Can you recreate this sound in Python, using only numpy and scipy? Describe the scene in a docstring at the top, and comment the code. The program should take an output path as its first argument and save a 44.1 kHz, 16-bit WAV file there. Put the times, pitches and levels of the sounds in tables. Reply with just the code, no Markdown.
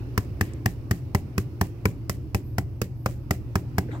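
"""A yard outdoors, a stereo microphone close to a brick wall. A stiff plastic brush is knocked against
the wall about four times a second. Each blow is a low thump of brush and wall, a clack of the head and
a crunch of bristle tips, with a short hiss as the bristles spring back. The yard adds short reflections.
A low hum and rumble lie behind; there are small ticks of grit, thin swishes and a soft scuff near the end."""
import sys
import numpy as np
from scipy import signal
from scipy.fft import rfft, irfft
from scipy.io import wavfile
from scipy.ndimage import uniform_filter1d

SR = 44100
rng = np.random.default_rng(int(sys.argv[2]) if len(sys.argv) > 2 else 0)


def to_wav(sig):
    """Store sig (one row per channel, or 1-D mono) as 16-bit WAV at the path in sys.argv[1].

    Samples outside -1..1 are clipped; the rate is SR.
    """
    pcm = np.clip(np.atleast_2d(sig), -1, 1) * 32767
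    pcm = np.round(pcm).astype(np.int16)
    wavfile.write(sys.argv[1], SR, pcm.T)  # frames by channels


N = 176400

# The open air. Each row: frequency in Hz, relative level in dB.
AIR_SPECTRUM = [(12, -42), (20, -30), (60, -1.5), (96, -0.5), (130, 0.5), (150, -21.5), (172, -16.5),
                (319, -10), (459, -26), (527, -25.5), (698, -32.5), (1060, -36), (1760, -43.5), (2750, -44),
                (3340, -52.5), (5230, -52.5), (6910, -61), (10500, -58), (12400, -52.5), (16000, -56)]
# The air across the microphone. Each row: frequency in Hz, left-right likeness from 0 to 1.
AIR_COHERENCE = [(25, .3), (60, 0.73), (130, .97), (300, 0.99), (550, 0.59), (1650, .05), (15000, .05)]
# Where the air leans. Each row: frequency in Hz, left over right in dB.
AIR_LEAN = [(60, -3), (150, 3), (380, -4), (950, -3), (2380, -2), (5980, -14), (15000, 3)]
# Drift of the air's middle range. Each row: time in seconds, boost in dB.
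AIR_MID_DRIFT = [(0, 6), (.45, 4), (.9, 2), (1.5, 2.5), (2.2, -0.5), (3, -2.5), (4, 5)]
# Colour of the yard's reflections. Each row: frequency in Hz, gain in dB.
YARD_COLOUR = [(60, -40.5), (120, -1), (300, -7.5), (600, -10), (1200, -15), (3000, -24), (8000, -24.5),
               (16000, -21)]
# Their decay. Each row: frequency in Hz, seconds to fall 60 dB.
YARD_DECAY = [(100, 0.47), (400, 0.22), (1500, 0.1), (5000, 0.57), (16000, .16)]
# Colour of the two microphone ports. Each row: frequency in Hz, gain in dB.
LEFT_PORT = [(100, -0.5), (450, 5.5), (800, 5), (1200, 0.5), (2000, 12), (2800, 5.5), (4200, -12.5),
             (6400, -16.5), (9000, -12.5), (11500, 10), (16000, -15)]
RIGHT_PORT = [(100, -1), (450, 7.5), (800, 2), (1200, 3.5), (2000, -1.5), (2800, 4), (4200, 2.5),
              (6400, -0.5), (9000, 8), (11500, 7.5), (16000, -3)]
# Ticks of grit. Each row: start in seconds, level in dB, centre in Hz.
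GRIT_TICKS = [(.5355, -36.5, 6500), (2.129, -44.5, 9500), (2.152, -51, 11100), (3.916, -29, 1580)]
# Scuffs and swishes. Each row: start and length in seconds, level in dB, centre in Hz, width in octaves.
RUBS = [(0.417, 0.2, -60.5, 1900, 1), (2.427, 0.15, -69.5, 13000, 0.13), (2.952, 0.34, -74, 12600, .18),
        (3.02, 0.23, -63, 14800, 0.071), (3.885, 0.026, -58, 1670, 0.26), (3.887, 0.017, -42.5, 450, 0.18),
        (3.905, 0.042, -56.5, 1590, 0.34), (3.911, 0.073, -58.5, 3640, .15), (3.929, 0.068, -46, 847, 0.57),
        (3.91, 0.1, -62.5, 7000, 0.2)]
# Colours of the bristles' hiss and of the tips' crunch. Each row: frequency in Hz, gain in dB.
HISS_COLOUR = [(300, -38), (1500, 0.5), (3500, 1.5), (7000, 7.5), (10000, -7), (12500, -2), (16000, 8)]
CRUNCH_COLOUR = [(100, -19.5), (400, 2), (600, 9.5), (1000, 9.5), (2000, 4.5), (3000, -1), (3800, -4.5),
                 (5200, 8), (8000, -0.5), (10000, -11.5), (12000, -5), (16000, 5)]
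# The five frequencies in Hz at which each blow sets the level of its crunch.
CRUNCH_BANDS = [400, 750, 1150, 2000, 4200]
# Low modes of brush and wall. Each row: frequency in Hz, relative level in dB, seconds to fall 60 dB.
THUMP_MODES = [(47.4, -34, 0.016), (100.6, -9, 0.086), (126.6, -3.5, 0.043), (163, -2.5, 0.027),
               (191, -27.5, 0.15), (280.3, -17.5, 0.053), (372.7, -12, 0.031)]
# The blows. Each row: start in seconds; relative levels in dB of thump, crunch bass and low, middle and
# high clack; the three clack pitches in Hz; relative levels in dB of crunch treble and hiss; seconds to
# the hiss peak.
BRUSH_BLOWS = [(0.1767, -19.5, -37, -37.3, -26.5, -33, 920, 1100, 1760, -31.5, -54, 0.024),
               (0.4103, -19.5, -36.5, -39.5, -34.5, -31, 694, 1230, 1750, -31.0, -52, 0.025),
               (0.6586, -20, -35.5, -28, -38, -30.0, 710, 1210, 1780, -30.5, -51, 0.023),
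               (0.9104, -20.0, -48, -33, -33.5, -34, 630, 1220, 1900, -33, -54, 0.028),
               (1.1479, -18, -30.5, -31, -31.5, -31.5, 796, 1050, 1950, -32, -53.5, 0.021),
               (1.3797, -19.5, -56, -54, -34, -35.5, 602, 1115, 2530, -33.5, -50.5, 0.017),
               (1.6117, -19.5, -34, -28, -33.5, -33.5, 870, 1130, 1784, -31.5, -52.5, 0.025),
               (1.8545, -18, -25, -34, -28, -30.5, 756, 1030, 2347, -33, -52.5, 0.022),
               (2.0958, -26, -27.5, -41.5, -36.5, -40.5, 580, 1146, 1970, -31, -52.5, 0.022),
               (2.3463, -21, -24.5, -32, -42.5, -35, 780, 1340, 2606, -34, -51, 0.018),
               (2.582, -22, -32.5, -32, -35, -34, 722, 1332, 1420, -34.5, -52, 0.014),
               (2.816, -23.5, -17.5, -47.5, -37.5, -40, 586, 1355, 2530, -33.5, -53, 0.018),
               (3.0597, -24.2, -23.5, -33.5, -27.5, -34.5, 753, 1070, 1440, -34.5, -53.5, 0.03),
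               (3.3082, -20.5, -37.5, -33.5, -32.5, -33.5, 683, 1360, 1930, -30.5, -50, 0.021),
               (3.5553, -19, -36, -32, -29, -33.5, 744, 1283, 1640, -33.5, -54, 0.02),
               (3.7818, -19, -34.5, -30.5, -33.5, -33, 796, 1260, 1636, -32, -56, 0.02)]


def amp(db):
    """Decibels to gain."""
    return 10 ** (np.asarray(db) / 20)


def unit_rms(x):
    """Scales to rms 1."""
    return x / np.sqrt(np.mean(x ** 2) + 1e-20)


def curve_at(points, hz):
    """Reads a table on a log-frequency axis."""
    f, value = np.transpose(points)
    return np.interp(np.log(hz + 1), np.log(f + 1), value)


def add(mix, start, sound):
    """Mixes a sound in at a start time in seconds."""
    part = mix[..., max(round(start * SR), 0):][..., :sound.shape[-1]]
    part += sound[..., :part.shape[-1]]


def colour(x, points, size=4096):
    """Minimum-phase filter with the given (Hz, dB) curve."""
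    log_gain = np.log(amp(curve_at(points, abs(np.fft.fftfreq(size, 1 / SR)))))
    taps = np.fft.ifft(np.exp(np.conj(signal.hilbert(log_gain)))).real[:size // 2]
    return signal.fftconvolve(x, taps[None], axes=1)[:, :x.shape[1]]


def band_noise(count, hz, octaves):
    """Stereo noise in a bell around hz."""
    f = np.fft.rfftfreq(count, 1 / SR) + 1
    bell = np.exp(-.5 * (np.log2(f / hz) / octaves) ** 2)
    return unit_rms(irfft(rfft(rng.standard_normal((2, count))) * bell, count))


def wander(points, count):
    """A smooth random curve of rms 1."""
    return unit_rms(signal.resample(rng.standard_normal(points), count))


def blend(shared, own, likeness):
    """Noise at one port that partly follows the other port's noise."""
    return likeness * shared + np.sqrt(1 - likeness ** 2) * own


def open_air(level_db=-35.5, patch_db=1.5):
    """Outdoor rumble and faint hiss, all around the microphone."""
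    frames, hz = N // 512 + 5, np.fft.rfftfreq(2048, 1 / SR)
    a, b, c, d, patches = rng.standard_normal((frames, len(hz), 5)).T
    left = a + 1j * b
    right = blend(left, c + 1j * d, curve_at(AIR_COHERENCE, hz)[:, None])
    lean = amp(curve_at(AIR_LEAN, hz) / 2)[:, None]
    spectra = np.array([left * lean, right / lean])
    mid_band = np.exp(-.5 * (np.log2((hz + 1) / 2200) / 2.08) ** 2)[:, None]
    drift_db = np.interp(np.linspace(0, N / SR, frames), *np.transpose(AIR_MID_DRIFT))
    patches = unit_rms(uniform_filter1d(uniform_filter1d(patches, 10, 0), 10, 1))
    spectra *= amp(curve_at(AIR_SPECTRUM, hz)[:, None] + mid_band * drift_db + patch_db * patches)
    return amp(level_db) * unit_rms(signal.istft(spectra, nperseg=2048, noverlap=1536)[1][:, :N])


def hum(hz=119.6, waver_hz=1.0, level_db=-38.5):
    """A low hum in the background, its pitch wavering slightly."""
    pitch = hz + waver_hz * wander(40, N)
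    return amp(level_db) * np.sqrt(2) * np.sin(2 * np.pi * np.cumsum(pitch) / SR)


def yard(x, rise_s=0.0064):
    """Short diffuse reflections, alike at both ports in the bass."""
    hz, t, tail = signal.stft(rng.standard_normal((2, SR // 2)), SR, nperseg=256)
    hz = hz[:, None]
    tail[0] = blend(tail[1], tail[0], 1 / (1 + (hz / 1500) ** 2))
    t60 = curve_at(YARD_DECAY, hz)
    equal_energy = np.sqrt(2 * np.log(1000) / (t60 * SR))
    tail *= amp(curve_at(YARD_COLOUR, hz) - 60 * t / t60) * equal_energy * np.minimum(t / rise_s, 1)
    return signal.fftconvolve(x, signal.istft(tail, SR, nperseg=256)[1], axes=1)[:, :N]


def microphone(x, left_lag_s=0.00017):
    """Each port colours the sound; coming from slightly to the right, it reaches the left one later."""
    samples = np.arange(N)
    left = np.interp(samples - round(left_lag_s * SR), samples, colour(x[:1], LEFT_PORT)[0])
    return np.array([left, colour(x[1:], RIGHT_PORT)[0]])


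def grit(count=1024, t60=0.0073):
    """Grit ticks in tiny bursts of narrow noise."""
    out, t = np.zeros((2, N)), np.arange(count) / SR
    for start, db, hz in GRIT_TICKS:
        add(out, start, amp(db - 60 * t / t60) * np.minimum(t * hz / 2, 1) * band_noise(count, hz, 0.3))
    return out


def scuffs():
    """Soft scuffs and thin swishes: bands of noise that swell quickly and fade."""
    out = np.zeros((2, N))
    for start, length, db, hz, octaves in RUBS:
        swell = np.sin(np.pi * np.sqrt(np.linspace(0, 1, int(length * SR))))
        rub = band_noise(SR // 2, hz, octaves)[:, :len(swell)]
        add(out, start, amp(db) * swell * unit_rms(rub + .5 * rub[::-1]))  # each side spills across
    return out


def bristle_hiss(t, db, peak_s, grain_db=1, flutter_db=1.5):
    """A grainy hiss swells and fades as the bristles spring back and slide off the brick."""
    u = t / peak_s
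    swell = u * np.exp((1 - u ** 1.25) / 1.24)
    grains = unit_rms(rng.standard_normal((2, len(t))) * amp(grain_db * rng.standard_normal(len(t))))
    return amp(db + 1) * swell * grains * amp(flutter_db * wander(120, len(t)))


def tip_crunch(t, band_db, tips_per_s=12000, rise_s=0.00029, hold_s=0.0021, t60=0.022, rattle_t60=0.047):
    """Dozens of tips land within a few milliseconds; the two ports hear their treble differently."""
    late = np.maximum(t - hold_s, 0)
    shape = np.minimum(t / rise_s, 1) * np.hypot(amp(-60 * late / t60), amp(-10 - 60 * late / rattle_t60))
    tips = rng.standard_normal((2, len(t))) * (rng.random((2, len(t))) < tips_per_s / SR) * shape
    spectrum, hz = rfft(tips), np.fft.rfftfreq(len(t), 1 / SR)
    spectrum[0] = blend(spectrum[1], spectrum[0], 1 / (1 + (hz / 4600) ** 2))
    spectrum /= np.sqrt(uniform_filter1d(abs(spectrum) ** 2, 512, axis=1) + 1e-12)  # flatten
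    burst = irfft(spectrum) * (t < t[-1] / 2)
    return amp(30) * colour(burst, list(zip(CRUNCH_BANDS, band_db)))


def head_clack(t, db, hz, delay_s=0.00029, rise_s=0.0012, t60=0.014):
    """One heavily damped mode of the plastic head."""
    u = np.maximum(t - delay_s, 0)
    return -amp(db + 15 - 60 * u / t60) * (1 - np.exp(-u / rise_s)) * np.sin(2 * np.pi * hz * u)


def thump(t, db, delay_s=0.00042, rise_s=0.0072, detune=0.018, rebound_s=0.01487, push_s=0.0032):
    """Low modes of brush and wall swell as the bristles compress; the head rebounds with a soft push."""
    u = np.maximum(t - delay_s, 0)
    ring = 0
    for hz, mode_db, t60 in THUMP_MODES:
        pitch = hz * (1 + detune * rng.uniform(-1.23, 1))
        ring += amp(mode_db - 60 * u / t60) * np.cos(2 * np.pi * pitch * u)
    swell = 1 - np.exp(-u / rise_s)
    push = (t - rebound_s) / push_s
    rebound = (1 - 2 * push ** 2) * np.exp(-push ** 2)
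    return amp(db - 1.5) * rebound - amp(db + 17.5) * swell * ring


def brush(count=16384):
    """The brush strikes the brick close to the microphone: thump, clack, crunch and hiss at each blow."""
    t = np.arange(count) / SR
    body, tips, hiss = np.zeros((3, 2, N))
    for (start, thump_db, bass_db, low_db, mid_db, high_db,
         low_hz, mid_hz, high_hz, treble_db, hiss_db, hiss_s) in BRUSH_BLOWS:
        clack = head_clack(t, low_db, low_hz) - head_clack(t, mid_db, mid_hz)
        clack += head_clack(t, high_db, high_hz)
        add(body, start, thump(t, thump_db) + clack)
        add(tips, start, tip_crunch(t, [bass_db, low_db, mid_db, high_db, treble_db]))
        add(hiss, start, bristle_hiss(t, hiss_db, hiss_s))
    return body + colour(tips, CRUNCH_COLOUR) + colour(hiss, HISS_COLOUR)


def scene():
    """The brush up close, with reflections that change as it moves, over the air and the hum."""
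    near = brush() + grit() + scuffs()
    turn = np.pi * np.arange(N) / SR  # crossfades two sets of reflections
    reflections = yard(near * np.cos(turn)) + yard(near * np.sin(turn))
    return microphone(near + reflections) + open_air() + hum()


def record(dry):
    """The recorder cuts the treble above 16 kHz."""
    lowpass = signal.firwin(255, 16000, window=("kaiser", 9), fs=SR)
    return signal.oaconvolve(dry, lowpass[None], "same")


dry = scene()
out = record(dry)
to_wav(out)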